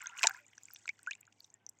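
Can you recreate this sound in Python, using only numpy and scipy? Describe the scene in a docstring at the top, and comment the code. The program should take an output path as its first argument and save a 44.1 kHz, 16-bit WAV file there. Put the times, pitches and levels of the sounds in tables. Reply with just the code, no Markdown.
"""A plastic toy is dunked by hand in a shallow outdoor tub and lifted out, heard close: water slaps shut over it.
Slaps, film spits and mist are coloured noise bursts; bubbles, plinks and ticks are damped sines that slide in pitch.
Slosh and spray are dense random bubbles over hiss. The tub adds a short echo of decaying noise.
Behind: faint held tones, a wash of garden air (filtered noise) and a wavering low hum (sine)."""
import sys
import numpy as np
from scipy import signal
from scipy.fft import rfft, irfft, next_fast_len
from scipy.io import wavfile
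from scipy.ndimage import map_coordinates

SR = 44100
rng = np.random.default_rng(int(sys.argv[2]) if len(sys.argv) > 2 else 0)


def field_ratio(decibels):
    """Amplitude ratio for a level in dB (20 dB per decade); scalars and array-likes work."""
    return 10 ** (np.asarray(decibels, dtype=float) / 20)


def master_out(mix):
    """Clip the mix to full scale and print it as 16-bit PCM to the path in sys.argv[1]."""
    frames = np.transpose(np.atleast_2d(mix))
    ceiling = np.clip(frames, -1, 1)
    pcm = np.round(ceiling * 32767).astype(np.int16)
    wavfile.write(sys.argv[1], SR, pcm)


N = 79380


def unit(x):
    """Scale to rms 1."""
    return x / np.sqrt(np.mean(x ** 2) + 1e-20)


def curve(rows):
    """Interpolate (time_s, value) rows to one value per sample."""
    return np.interp(np.arange(N) / SR, *np.transpose(rows))


def coloured(x, points):
    """Filter x causally (minimum phase) to the gain of (freq_hz, gain_db) points."""
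    size = 2 * next_fast_len(N // 2 + 4096)
    freq_hz, gain_db = np.transpose(points)
    log_freq = np.log(np.fft.rfftfreq(size, 1 / SR) + 1)
    log_gain = np.interp(log_freq, np.log(freq_hz), np.maximum(gain_db, -70)) * np.log(10) / 20
    # fold the cepstrum onto positive time
    cepstrum = irfft(log_gain, size)
    cepstrum[1:size // 2] *= 2
    cepstrum[size // 2 + 1:] = 0
    return irfft(rfft(x, size) * np.exp(rfft(cepstrum)), size)[:N]


def place(start_s, shapes):
    """Sum the rows of shapes, each from its start."""
    first = np.round(np.asarray(start_s) * SR).astype(int)
    at = first[:, None] + np.arange(shapes.shape[1])
    return np.bincount(at.ravel(), shapes.ravel(), N + SR)[:N]


RISE_S = 0.013


def ring(start_s, level_db, pitch_hz, t60_s, rise, life_s, bend=1, *, attack_s, size):
    """Damped bubble tones: pitch shifts by the share rise at RISE_S; the burst takes 40 dB at life_s."""
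    t = np.arange(size) / SR

    def column(v):
        return np.broadcast_to(v, np.shape(start_s))[:, None]

    # integral of pitch_hz * (1 + rise * (t / RISE_S) ** bend)
    slide = column(rise) * (t / RISE_S) ** column(bend) / (1 + column(bend))
    cycles = column(pitch_hz) * t * (1 + slide)
    fade = field_ratio(column(level_db) - 60 * t / np.maximum(column(t60_s), 0.001))
    attack = 1 - np.exp(-t / attack_s)
    burst = field_ratio(-40 * (t / column(life_s)) ** 6)
    return place(start_s, fade * attack * burst * np.sin(2 * np.pi * cycles))


def bursts(start_s, level_db, t60_s, colour):
    """Short decaying noise bursts of one colour."""
    t = np.arange(700) / SR
    noise = rng.standard_normal((len(start_s), len(t)))
    fade = field_ratio(level_db[:, None] - 60 * t / t60_s)
    return coloured(place(start_s, noise * fade), colour)


def grains(colour, pitch, spread, cycles, life_s, scatter_db, hiss_db, count):
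    """Random small bubbles around a pitch, each fading 60 dB in cycles, over hiss; rms 1."""
    draw = rng.random((count, 2))
    start_s = draw[:, 0] * N / SR
    centre_hz = np.interp(start_s, *np.transpose(pitch))
    pitch_hz = np.clip(centre_hz * np.exp(spread * rng.standard_normal(count)), 400, 15500)
    level_db = scatter_db * np.minimum(-np.log(1 - draw[:, 1]), 3)
    rings = ring(start_s, level_db, pitch_hz, cycles / pitch_hz, 0.12, life_s, attack_s=0.000093, size=800)
    hiss = field_ratio(hiss_db) * rng.standard_normal(N)
    return unit(coloured(unit(rings) + hiss, colour))


# rms level of the sloshing: time_s, level_db
SLOSH_LEVEL = [(0, -54), (.16, -60), (.175, -58), (.225, -56), (.24, -29), (.275, -51), (.32, -64),
               (.39, -60), (.43, -74), (.95, -76), (1.14, -73.5), (1.36, -83.5), (1.8, -85)]
# spectrum of the sloshing: freq_hz, gain_db
SLOSH_SPECTRUM = [(400, -27), (900, -11.5), (1300, -10), (1430, -2), (1600, -7), (2400, -3.5), (3500, -7),
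                  (6000, -39)]
# bubbles get smaller once the toy is out: time_s, pitch_hz
SLOSH_BUBBLE_PITCH = [(.36, 1572), (.45, 2333)]


def slosh():
    """Bubble cloud whose level follows how stirred the surface is."""
    cloud = grains(SLOSH_SPECTRUM, SLOSH_BUBBLE_PITCH, 0.35, 59, 0.03, scatter_db=4, hiss_db=-6, count=1100)
    return field_ratio(curve(SLOSH_LEVEL)) * cloud


# rms level of the fine spray: time_s, level_db
SPRAY_LEVEL = [(0, -64.5), (.13, -72), (.163, -68.5), (.172, -53), (.215, -56.5), (.24, -39), (.29, -66),
               (.32, -66), (.345, -58), (.42, -79.5), (.47, -78), (.75, -66.5), (.9, -73.5), (.94, -79),
               (1.14, -73), (1.25, -92.5), (1.44, -71.5), (1.6, -94), (1.8, -83)]
# spectrum of the fine spray: freq_hz, gain_db
SPRAY_SPECTRUM = [(4000, -15), (6000, -4.5), (7300, -2.5), (8300, -5), (9500, -34), (12000, -32),
                  (15300, -20), (16500, -27.5)]


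def spray():
    """Cloud of tiny bubbles around 7 kHz whose level follows the stirred surface."""
    cloud = grains(SPRAY_SPECTRUM, [(0, 7000)], 0.35, 18, 0.0037, scatter_db=4, hiss_db=-9, count=2000)
    return field_ratio(curve(SPRAY_LEVEL)) * cloud


# spectrum of the outdoor wash: freq_hz, gain_db
AIR_SPECTRUM = [(30, -23.5), (100, 4), (300, 2), (600, -5), (780, 1.5), (1300, -9), (2500, -15),
                (4400, -24.5), (16500, -38.5)]
AIR_RMS_DB = -78.5


def air():
    """Distant outdoor wash: steady filtered noise."""
    return field_ratio(AIR_RMS_DB) * unit(coloured(rng.standard_normal(N), AIR_SPECTRUM))


HUM_HZ, HUM_DB = 103.7, -82  # centres of the drift


def hum():
    """Low sine whose level and pitch waver slowly at random."""
    knots = np.linspace(1, 22, N)
    drift = map_coordinates(rng.standard_normal((2, 24)), [[np.zeros(N), np.ones(N)], [knots, knots]])
    level_db = HUM_DB + 1.5 * drift[0]
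    pitch_hz = HUM_HZ + 2 * drift[1]
    return field_ratio(level_db) * np.sin(2 * np.pi * np.cumsum(pitch_hz) / SR)


# tones in the trickle and faintly in the distance: start_s, level_db, pitch_hz, life_s
HELD_TONES = [(.005, -54, 1433, 0.067), (0.093, -51, 957, 0.021), (0.112, -52, 1388, 0.038),
              (0.175, -46, 1423, 0.028), (0.397, -70.5, 591, 0.078), (0.444, -56, 2356, 0.013),
              (1.372, -74.5, 2340, 0.05), (1.533, -72, 1857, 0.055), (1.6, -77, 1560, .1)]
HELD_T60_S, HELD_RISE = 0.6, -0.0051


def faint_tones():
    """Slowly damped tones that sag a little in pitch."""
    start_s, level_db, pitch_hz, life_s = np.transpose(HELD_TONES)
    return ring(start_s, level_db, pitch_hz, HELD_T60_S, HELD_RISE, life_s, attack_s=0.008, size=6000)


# short bubbles: start_s, level_db (before boost), pitch_hz
SHORT_BUBBLES = [(0.0054, -43, 2262), (0.015, -44.5, 2840), (.0255, -40.5, 2100), (0.0603, -38.5, 3400),
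                 (0.097, -43.5, 2720), (.212, -35.5, 1590), (0.1695, -39, 2330), (0.186, -44.5, 1458),
                 (0.188, -33.5, 2850), (0.232, -17.5, 2490), (0.2376, -17, 3940), (0.2421, -17, 2370),
                 (0.25, -30.5, 2520), (.271, -25.5, 1610), (0.2865, -36, 1313), (.295, -34, 1500),
                 (0.309, -32, 1520), (0.3467, -40, 1660), (0.5317, -53, 2100), (0.534, -54, 3080),
                 (0.5795, -47, 1624), (0.6842, -47, 2300), (0.7046, -50, 1480), (0.7622, -41.5, 3500),
                 (0.856, -44.5, 1407), (.857, -47, 4150), (0.9928, -53.5, 1480), (1.0643, -44, 2510),
                 (1.112, -41.5, 1806), (1.132, -38, 3720), (1.1531, -48, 2540), (1.2301, -51.5, 2440),
                 (1.2778, -54, 1444), (1.3238, -59, 2980), (1.405, -40, 4480), (1.4459, -48, 3720)]
BUBBLE_CYCLES, BUBBLE_BOOST_DB = 29.3, 3.5  # cycles to fade by 60 dB


def short_bubbles():
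    """Bubbles that climb in pitch near the surface and burst within milliseconds."""
    start_s, level_db, pitch_hz = np.transpose(SHORT_BUBBLES)
    return ring(start_s, level_db + BUBBLE_BOOST_DB, pitch_hz, BUBBLE_CYCLES / pitch_hz, 0.08, 0.0046,
                attack_s=0.0003, size=1600)


# thin treble spits: start_s, level_db (before boost)
FILM_SPITS = [(0.0363, -49), (0.2309, -39.5), (0.2708, -44.5), (0.2942, -43), (0.633, -55.5), (.8779, -61),
              (1.0301, -62.5), (1.2067, -52), (1.4032, -54), (1.6931, -50)]
# spectrum of a spit: freq_hz, gain_db
SPIT_SPECTRUM = [(8500, -22.5), (10000, -22), (12000, 7), (13500, -2.5), (15300, 2), (16500, -15.5)]
SPIT_T60_S, SPIT_BOOST_DB, MIST_DB = 0.008, 2.5, -12  # mist: relative to spray, before boost


def spits():
    """Bursting thin films: listed spits plus random mist, loudest where the spray is strong."""
    spit_s, spit_db = np.transpose(FILM_SPITS)
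    draw = rng.random((160, 2))
    mist_s = draw[:, 0] * N / SR
    scatter_db = -5 * np.log(1 - draw[:, 1])
    mist_db = np.interp(mist_s, *np.transpose(SPRAY_LEVEL)) + MIST_DB + scatter_db
    start_s, level_db = np.append(spit_s, mist_s), np.append(spit_db, mist_db)
    return bursts(start_s, level_db + SPIT_BOOST_DB, SPIT_T60_S, SPIT_SPECTRUM)


# tiny bubbles of fine drops: start_s, level_db (before boost), pitch_hz
DROP_TICKS = [(0.0176, -31.5, 7300), (0.07, -22.5, 6340), (0.0938, -39, 6880), (0.185, -32.5, 6500),
              (0.2374, -20, 5140), (0.271, -4.5, 7124), (.27, -11.5, 5750), (.2701, -16, 4860),
              (.2702, -17.5, 3920), (0.2753, -21, 6370), (0.3662, -43, 7300), (0.4653, -44, 6990),
              (0.4819, -46, 7060), (0.5803, -36.5, 5900), (0.634, -36.5, 7030), (0.6546, -33.5, 7380),
              (0.7097, -45, 5100), (0.7473, -38, 5970), (0.8569, -44, 6200), (0.8743, -40.5, 7440),
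              (1.0308, -39.5, 8300), (1.0724, -38, 6800), (1.1095, -30, 6980), (1.1516, -38.5, 7340),
              (1.2105, -39.5, 7540), (1.268, -49, 6860), (1.444, -40.5, 5940), (1.502, -47, 6400),
              (1.5408, -36.5, 7290), (1.6647, -29.5, 6010), (1.6901, -34.5, 5740), (1.6936, -31, 7600),
              (1.7878, -49.5, 6760)]
TICK_CYCLES, TICK_BOOST_DB = 48, 4.5  # cycles to fade by 60 dB


def ticks():
    """Tiny high bubbles, cut short by their burst."""
    start_s, level_db, pitch_hz = np.transpose(DROP_TICKS)
    return ring(start_s, level_db + TICK_BOOST_DB, pitch_hz, TICK_CYCLES / pitch_hz, 0.064, 0.0028,
                attack_s=0.00083, size=700)


# clear ringing bubbles: drop plinks, and two low, longer air-pocket tones after the plunge (0.289, 0.338 s):
# start_s, level_db, pitch_hz (at start), t60_s, rise (pitch share at RISE_S), life_s, bend (lateness of the rise)
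CLEAR_BUBBLES = [(0.058, -36, 1600, 0.032, -0.077, 0.017, 0.87), (.289, -48.5, 777.5, .2, .002, 0.054, 1),
                 (.338, -62, 940, .8, .035, .054, 1.2), (.8787, -22, 2610, 0.01, -0.27, 0.015, 0.52),
                 (.8911, -24, 2216, .042, .08, .022, 3), (1.0725, -29, 1416, 0.084, .11, 0.048, 1.12),
                 (1.1103, -29.5, 2400, 0.047, 0.26, 0.025, 1.7),
                 (1.1329, -44, 2200, 0.04, 0.15, 0.018, 1.3)]


def plinks_and_low_pockets():
    """Clear ringing bubbles, most gliding up in pitch, some down."""
    return ring(*np.transpose(CLEAR_BUBBLES), attack_s=0.00055, size=5000)


# sharp surface smacks: start_s, level_db (before boost)
SURFACE_SMACKS = [(.0585, -30), (.193, -20.5), (.2222, -21), (.231, -6), (.2372, -8), (.2502, -25),
                  (.2595, -20.5), (.2706, -6), (.2718, -10.5), (.2875, -28.5), (.2953, -26), (.579, -36.5),
                  (.76, -31.5), (.8784, -32), (.8908, -21.5), (.9916, -36.5), (1.0636, -43),
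                  (1.1102, -22.5), (1.1316, -34.5), (1.152, -41), (1.253, -46), (1.326, -44)]
# spectrum of a smack: freq_hz, gain_db
SMACK_SPECTRUM = [(300, -34), (671, -28.5), (2000, -15), (2440, -5.5), (3300, -15), (7260, -10.5),
                  (8870, -38.5), (15400, -46.5), (16500, -50.5)]
SMACK_BOOST_DB, SMACK_T60_S = 4, 0.0085


def smacks():
    """Surface broken or slapped shut: sharp noise bursts."""
    start_s, level_db = np.transpose(SURFACE_SMACKS)
    return bursts(start_s, level_db + SMACK_BOOST_DB, SMACK_T60_S, SMACK_SPECTRUM)


# large air pockets dragged under by the plunge: start_s, level_db, pitch_hz, t60_s
AIR_POCKETS = [(.236, -20.5, 1065, 0.024), (.241, -40.5, 387, 0.054), (.243, -24.5, 692, 0.048),
               (.2515, -23.5, 883, 0.054)]


def pockets():
    """Big bubbles: low, quickly damped tones with a slight pitch rise."""
    return ring(*np.transpose(AIR_POCKETS), 0.02, 0.06, attack_s=0.0015, size=3200)


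TUB_DB, TUB_T60_S = -16, 0.022


def tub(wet):
    """Answer of tub wall and ground: convolution with a unit-energy noise tail from 1 ms on."""
    t = np.arange(SR // 10) / SR
    tail = rng.standard_normal(len(t)) * field_ratio(-60 * t / TUB_T60_S) * (t > 0.001)
    return field_ratio(TUB_DB) * signal.fftconvolve(wet, tail / np.linalg.norm(tail))[:N]


def scene():
    """Water with its tub echo, over air, hum and dry held tones; one channel."""
    water = slosh() + spray()
    water += short_bubbles() + spits() + ticks() + plinks_and_low_pockets() + smacks() + pockets()
    return (water + tub(water) + air() + hum() + faint_tones())[None]


def low_pass(x):
    """Removes everything above the highest recorded frequency."""
    return signal.sosfilt(signal.butter(12, 17000, fs=SR, output="sos"), x)


TOP_HZ = 16700


def record(dry):
    """Band-limit the mix with a brick wall at TOP_HZ."""
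    size = next_fast_len(N + 4096)
    passband = np.fft.rfftfreq(size, 1 / SR) < TOP_HZ
    mix = irfft(rfft(dry, size) * passband, size)[:, :N]
    return low_pass(mix)


dry = scene()
out = record(dry)
master_out(out)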